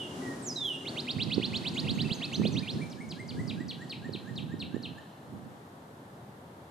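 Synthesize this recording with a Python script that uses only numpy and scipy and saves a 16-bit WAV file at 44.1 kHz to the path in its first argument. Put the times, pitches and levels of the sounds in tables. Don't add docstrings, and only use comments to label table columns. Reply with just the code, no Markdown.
import sys
import numpy as np
from scipy import signal
from scipy.fft import rfft, irfft
from scipy.io import wavfile
from scipy.ndimage import uniform_filter1d, map_coordinates

SR = 44100
rng = np.random.default_rng(int(sys.argv[2]) if len(sys.argv) > 2 else 0)


def wav_record(signal):
    frames = np.transpose(np.atleast_2d(signal))
    bounded = np.clip(frames, -1, 1)
    quanta = np.round(bounded * 32767).astype(np.int16)
    wavfile.write(sys.argv[1], SR, quanta)


N = 295470
TIME = np.arange(N) / SR

# (start [s], length [s], start pitch [Hz], end pitch [Hz], level [dB])
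FALLING_WHISTLES = [(-.13, 0.2, 3910, 2814, -35.5), (0.214, .14, 1967, 1868, -46),
                    (0.419, .112, 8950, 4910, -34), (0.553, .215, 4065, 2814, -31)]
# (share of its length, share of its fall still to come, level [dB])
FALLING_WHISTLE_SHAPE = [(0, 1, -18), (.055, .93, -2), (.19, .71, -5), (.48, .44, 0.5), (.71, .12, -2.5),
                         (.86, 0.0074, -4), (1, .03, -5.5)]
WHIP_ONSETS = [0.845, .956, 1.067, 1.183, 1.297, 1.41, 1.524, 1.638, 1.752, 1.864, 1.974, 2.088, 2.203,
               2.314, 2.431, 2.546, 2.659]
# (share of its length, pitch [Hz], level [dB])
WHIP_SHAPE = [(0, 1880, -23.5), (.14, 2180, -20), (.334, 2784, -8), (.55, 3560, -6.5), (.79, 4330, -5),
              (.9, 4900, -14.5), (1, 5870, -29)]
# (time of the slash [s], level of the slash [dB])
SYLLABLES = [(1.54, -51), (1.74, -47.5), (1.936, -49), (2.135, -45.5), (2.327, -41), (2.521, -45),
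             (2.712, -49), (2.897, -44.5), (3.089, -40.5), (3.276, -40), (3.472, -36), (3.68, -36),
             (3.891, -34.5), (4.122, -36.5), (4.354, -35.5), (4.59, -36), (4.823, -36.5)]
# (share of its length, level [dB])
LOW_NOTE_SWELL = [(0, -23), (.24, -8), (.46, -10.5), (.64, 2.5), (.85, -1.5), (1, -14)]
# (share of its length, level [dB])
SLASH_SWELL = [(0, -9.5), (.14, -8), (.3, -6), (.45, -4.5), (.7, -3), (.85, -8.5), (1, -21)]
# (multiple of the pitch, level [dB])
WHISTLE_TONES = [(1, -1), (2, -24.5), (3, -24), (4, -28)]
WHIP_TONES = [(1, 0), (2, -28.5), (3, -34)]
LOW_NOTE_TONES = [(1, 0), (2, -27), (3, -24), (4, -16)]
SLASH_TONES = [(1, 0), (2, -21), (3, -24)]
# (frequency [Hz], level [dB])
THROAT = [(3000, -8), (5800, -10), (7400, -3.5), (8500, -1), (10000, -7.5), (11500, -14), (13000, 1),
          (15000, -25)]
# (start [s], length [s], level before it sags [dB])
GUSTS = [(1.183, 0.35, -33), (1.842, 0.25, -29), (2.398, 0.18, -26), (2.744, 0.056, -30.5),
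         (3.35, 0.31, -31.5), (4.07, 0.082, -39), (4.32, 0.61, -35.5), (5.338, 0.017, -39),
         (5.446, 0.023, -45)]
# (time of the middle [s], pitch [Hz], level [dB])
THUMPS = [(1.1697, 169, -21), (1.372, 187, -18), (1.3817, 302, -8.5), (1.4003, 338, -17.5),
          (2.118, 171, -18), (2.399, 300, -15.5), (2.419, 907, -27), (2.4548, 470, -16.5),
          (3.609, 245, -21.5), (4.094, 333, -21.5), (4.152, 290, -21.5), (4.542, 273, -21),
          (4.746, 250, -17.5), (4.767, 344, -20)]
# (frequency [Hz], level per Hz [dB])
WIND_COLOUR = [(30, -43), (50, -39), (75, -12.5), (110, -2.5), (160, 0), (240, -1), (350, -12),
               (500, -21.5), (800, -48), (1600, -51), (4000, -66)]
MURMUR_COLOUR = [(30, -34), (55, -22), (90, -4), (140, 1.5), (220, -2), (450, -7), (800, -8), (1750, -18),
                 (2450, -27.5), (3500, -26), (5600, -34.5), (8500, -34.5), (13000, -37), (15000, -44)]
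DRONE_COLOUR = [(40, -42), (100, -8.5), (150, -1.5), (195, -7.5), (255, 2), (315, -8), (365, -2),
                (440, -11), (700, -13), (1400, -19.5), (2500, -29.5), (7000, -30.5), (10000, -35.5),
                (15000, -53)]
# (frequency [Hz], correlation)
PORT_LIKENESS = [(60, 0.97), (290, 0.99), (640, 0.54), (900, 0.43), (1300, -0.33), (2000, 0.041),
                 (3100, 0.093), (7000, 0.23), (15000, 0.56)]

STRAIN_HZ, STRAIN_DB_PER_OCTAVE = 5980, 23
WHIP_LENGTH_S, WHIP_LENGTH_SCATTER = .057, 0.0203
TRILL_PEAK_S, TRILL_DB, TRILL_SWELL_DB_PER_S, TRILL_FADE_DB_PER_S = 1.118, -23, 23.5, 3.5
WHIP_TOP_HZ, WHIP_REACH_HZ_PER_DB = 5930, 180

SINK_S, SINK_WIDTH_S = 2.77, .42
LAST_NOTE_S = 4.94
LOW_NOTE_FOOT_HZ, LOW_NOTE_CREST_HZ = (1808, 1493), (2880, 1830)
LOW_NOTE_CREST_AT = (0.522, .92)
LOW_NOTE_LEAD_S = (.127, .116)
LOW_NOTE_LENGTH_S, LOW_NOTE_CREEP_HZ = .068, 331
LOW_NOTE_ARCH, LOW_NOTE_FLIP_AT = .7, .5
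LOW_NOTE_PEAK_S, LOW_NOTE_DB, LOW_NOTE_SWELL_DB_PER_S, LOW_NOTE_FADE_DB_PER_S = 2.03, -42.5, 14, 2.5
SLASH_START_HZ, SHOULDER_HZ = 8580, (6950, 4170)
OFF_TUNE_DB_PER_OCTAVE = (-14, 24.5)
SLASH_DROP_S = (.0046, .003)
SLASH_BRIGHT_DB = (10, -5)
SLIDE_FROM_S, SLIDE_WIDTH_S, SLASH_SAG_HZ, SLASH_END_HZ = 2.78, .045, 402, 2185
SLASH_LENGTH_S = (.035, .048)

GUST_ATTACK_S, GUST_RELEASE_S, GUST_SAG_DB_PER_S = 0.033, .055, 11
BREEZE_S, BREEZE_LENGTH_S, BREEZE_DB, BREEZE_SAG_DB_PER_S = 1.17, 3.75, -37.5, 2.2
GUST_HISS_DB = 9.5
MURMUR_DB, MURMUR_RISE_DB_PER_S, MURMUR_STEADY_S = -49, 0.95, 5.37
DRONE_DB, DRONE_FADES_S, DRONE_FADE_DB_PER_S = -43.5, 2.13, 5.5
TOP_HZ = 15200


def trilling_bird():
    lead = .2
    song = np.zeros(N)
    for start, length, start_hz, end_hz, loud_db in FALLING_WHISTLES:
        height, shape_db = curves(FALLING_WHISTLE_SHAPE, progress(length))
        hz = blend((end_hz, start_hz), height)
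        whistle_db = shape_db + loud_db - strain(hz)
        add(song, lead + start, syrinx(hz, whistle_db, WHISTLE_TONES, waver=0.0031, flutter_db=1.34))
    for start, chance in zip(WHIP_ONSETS, rng.standard_normal(len(WHIP_ONSETS))):
        length = WHIP_LENGTH_S * (1 + WHIP_LENGTH_SCATTER * chance)
        hz, shape_db = curves(WHIP_SHAPE, progress(length))
        effort_db = swell(start - TRILL_PEAK_S, TRILL_SWELL_DB_PER_S, TRILL_FADE_DB_PER_S)
        top_hz = WHIP_TOP_HZ + WHIP_REACH_HZ_PER_DB * effort_db
        whip_db = shape_db + TRILL_DB + effort_db
        add(song, lead + start, syrinx(np.minimum(hz, top_hz), whip_db, WHIP_TONES, waver=0.018, flutter_db=0.34))
    direct = arrival(song, bounce_s=.00475, bounce=.4)
    echoes = trees(song, wet_db=-6.5, t60=1.0, early_db=3.0, echo_s=0.0798, echo_db=3, spread=1.0, bough_db=22.5)
    heard = pan(-4.5) * direct + pan(-1.8) * echoes
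    skip = int(lead * SR)
    return np.pad(heard[:, skip:], ((0, 0), (0, skip)))


def slashing_bird():
    song = np.zeros(N)
    note_starts = [start - blend(LOW_NOTE_LEAD_S, register(start)) for start, _ in SYLLABLES]
    for start in note_starts + [LAST_NOTE_S]:
        add(song, start, low_note(start))
    for start, loud_db in SYLLABLES:
        add(song, start, slash(start, loud_db))
    direct = arrival(song, bounce_s=.00425, bounce=.3)
    echoes = trees(song, wet_db=-4.0, t60=1.4, early_db=9, echo_s=0.048, echo_db=-7, spread=0.66, bough_db=16)
    return pan(0.18) * (direct + echoes)


def low_note(start):
    sunk = register(start)
    u = progress(LOW_NOTE_LENGTH_S)
    foot = blend(LOW_NOTE_FOOT_HZ, sunk) + LOW_NOTE_CREEP_HZ * u
    from_crest = u - blend(LOW_NOTE_CREST_AT, sunk)
    arch = blend(LOW_NOTE_CREST_HZ, sunk) * (1 - LOW_NOTE_ARCH * from_crest ** 2)
    hz = blend((foot, arch), step(u, LOW_NOTE_FLIP_AT, .045))
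    song_db = LOW_NOTE_DB + swell(start - LOW_NOTE_PEAK_S, LOW_NOTE_SWELL_DB_PER_S, LOW_NOTE_FADE_DB_PER_S)
    note_db = curves(LOW_NOTE_SWELL, u)[0] + song_db
    return syrinx(hz, note_db, LOW_NOTE_TONES, waver=0.0058, flutter_db=1.5)


def slash(start, loud_db):
    sunk = register(start)
    shoulder_hz = blend(SHOULDER_HZ, sunk)
    sliding = step(start, SLIDE_FROM_S, SLIDE_WIDTH_S)
    length = blend(SLASH_LENGTH_S, sliding)
    u = progress(length)
    drop = (SLASH_START_HZ - shoulder_hz) * np.exp(-u * length / blend(SLASH_DROP_S, sunk))
    slide_depth = blend((SLASH_SAG_HZ, shoulder_hz - SLASH_END_HZ), sliding)
    slide = slide_depth * np.sin(np.pi / 2 * u ** 1.7) ** 2
    off_tune_db = blend(OFF_TUNE_DB_PER_OCTAVE, sunk) * np.log2(1 + drop / shoulder_hz)
    slash_db = curves(SLASH_SWELL, u)[0] + loud_db - off_tune_db
    tones = [(k, tone_db + blend(SLASH_BRIGHT_DB, sunk)) for k, tone_db in SLASH_TONES]
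    return syrinx(shoulder_hz + drop - slide, slash_db, tones, waver=.012, flutter_db=3.5)


def register(at):
    return step(at, SINK_S, SINK_WIDTH_S)


def syrinx(hz, db, tones, waver, flutter_db):
    pitch_tremble, level_tremble, overtone_tremble = [tremble(len(hz)) for _ in range(3)]
    wavering_hz = uniform_filter1d(hz, size=90) * (1 + waver * pitch_tremble)
    phase = 2 * np.pi * np.cumsum(wavering_hz) / SR
    overtones = np.zeros(len(hz))
    for k, tone_db in tones[1:]:
        gain = undb(tone_db + colour(THROAT, k * hz))
        overtones += gain * np.sin(round(k) * phase) * (k * hz < SR / 2)
    tone = np.sin(phase) + overtones * undb(3.4 * overtone_tremble)
    soft_ends = signal.windows.tukey(len(hz), min(150 / len(hz), 1))
    return tone * undb(db + flutter_db * level_tremble) * soft_ends


def tremble(length):
    chance = rng.standard_normal(length)
    return unit(uniform_filter1d(uniform_filter1d(chance, size=90), size=90))


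def strain(hz):
    return STRAIN_DB_PER_OCTAVE * np.log2(np.maximum(hz / STRAIN_HZ, 1))


def arrival(song, bounce_s, bounce):
    both = song + bounce * delayed(song, bounce_s)
    return np.array([delayed(both, 2.1e-5), both])


def trees(song, wet_db, t60, early_db, echo_s, echo_db, spread, bough_db):
    t = np.arange(SR) / SR
    paths = rng.standard_normal((3, SR))
    boughs = np.sign(paths[0]) * (rng.random(SR) < 130 / SR)
    scatter = unit(paths[0] + undb(bough_db) * boughs + spread * paths[1:])
    tail = undb(-60 * t / t60)
    twigs = undb(early_db - 60 * t / .24)
    thicket = undb(echo_db) * np.exp(-((t - echo_s) / 0.005) ** 2)
    build_up = np.minimum(t / .012, 1)
    response = scatter * (tail + twigs + thicket) * build_up
    response = response / np.sqrt(np.sum(response ** 2) / 2)
    dulled = band(response, 13700, "low")
    return undb(wet_db) * signal.fftconvolve(song[None], dulled, axes=1)[:, :N]


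def wind():
    breeze = gust(BREEZE_S, BREEZE_LENGTH_S, BREEZE_DB, BREEZE_SAG_DB_PER_S)
    gust_power = sum(gust(start, length, loud_db, GUST_SAG_DB_PER_S) ** 2 for start, length, loud_db in GUSTS)
    force = np.sqrt(breeze ** 2 + gust_power)
    hiss = unit(band(noise(WIND_COLOUR), 490, "high")) * force * undb(GUST_HISS_DB)
    right = (noise(WIND_COLOUR) + hiss) * force * undb(1.54 * walk(45))
    for middle, hz, loud_db in THUMPS:
        add(right, middle - 2 / hz, undb(loud_db) * thump(hz))
    left_rumble = band(noise(WIND_COLOUR), 307, "low") * force * undb(-7.5 + 2 * walk(29.67))
    left = undb(-14) * right + left_rumble
    return np.array([left, right])


def gust(start, length, loud_db, sag_db_per_s):
    age = TIME - start
    edges = np.exp(np.minimum(age, 0) / GUST_ATTACK_S - np.maximum(age - length, 0) / GUST_RELEASE_S)
    return edges * undb(loud_db - sag_db_per_s * np.clip(age, 0, length))


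def thump(hz):
    cycles = np.arange(-2, 2, hz / SR)
    swing = np.sin(2 * np.pi * cycles) * np.exp(-(cycles / 0.62) ** 2)
    grain = band(band(rng.standard_normal(len(cycles)), 450, "low"), 190, "high")
    fine = unit(grain) * np.exp(-cycles ** 2)
    return swing + undb(-24) * fine


def murmur():
    murmur_db = MURMUR_DB - MURMUR_RISE_DB_PER_S * np.maximum(MURMUR_STEADY_S - TIME, 0)
    drone_db = DRONE_DB - DRONE_FADE_DB_PER_S * np.maximum(TIME - DRONE_FADES_S, 0)
    far = pan(0.92) * diffuse(MURMUR_COLOUR) * undb(murmur_db + 0.11 * walk(9.5))
    drone = pan(1.4) * diffuse(DRONE_COLOUR) * undb(drone_db + 1.85 * walk(6.89))
    return far + drone


def diffuse(spectrum):
    likeness = np.clip(colour(PORT_LIKENESS, np.fft.rfftfreq(N, 1 / SR)), -.99, .99)
    mid = irfft(rfft(noise(spectrum)) * np.sqrt(1 + likeness), N)
    side = irfft(rfft(noise(spectrum)) * np.sqrt(1 - likeness), N)
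    return unit(np.array([mid + side, mid - side]))


def noise(spectrum):
    gains = undb(colour(spectrum, np.fft.rfftfreq(N, 1 / SR)))
    return unit(irfft(rfft(rng.standard_normal(N)) * gains, N))


def colour(spectrum, hz):
    points, values = np.transpose(spectrum)
    return np.interp(np.log(np.maximum(hz, 1)), np.log(points), values)


def walk(rate):
    k = max(int(SR / rate), 1)
    steps = np.repeat(rng.standard_normal(N // k + 1), k)
    return 1.24 * uniform_filter1d(uniform_filter1d(steps, k), k)[:N]


def band(x, hz, kind):
    return signal.sosfilt(signal.butter(2, min(hz, .45 * SR), kind, fs=SR, output="sos"), x)


def delayed(x, seconds):
    return map_coordinates(x, [np.arange(N) - seconds * SR], order=3)


def add(track, start, sound):
    i = max(int(start * SR), 0)
    track[i:i + len(sound)] += sound[:N - i]


def pan(left_db):
    return undb(np.array([[left_db], [-left_db]]) / 2)


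def progress(length):
    return np.linspace(0, 1, int(length * SR))


def curves(rows, at):
    key, *columns = np.transpose(rows)
    return [np.interp(at, key, c) for c in columns]


def step(at, centre, width):
    return (1 + np.tanh((at - centre) / width / 2)) / 2


def blend(pair, share):
    return pair[0] + (pair[1] - pair[0]) * share


def swell(since_peak, rise, fall):
    return np.minimum(rise * since_peak, -fall * since_peak)


def undb(db):
    return 10 ** (np.asarray(db) / 20)


def unit(x):
    return x / np.sqrt(np.mean(x ** 2))


def scene():
    return trilling_bird() + slashing_bird() + wind() + murmur()


def record(dry):
    return signal.sosfilt(signal.ellip(10, .1, 80, TOP_HZ, fs=SR, output="sos"), dry)


dry = scene()
out = record(dry)
wav_record(out)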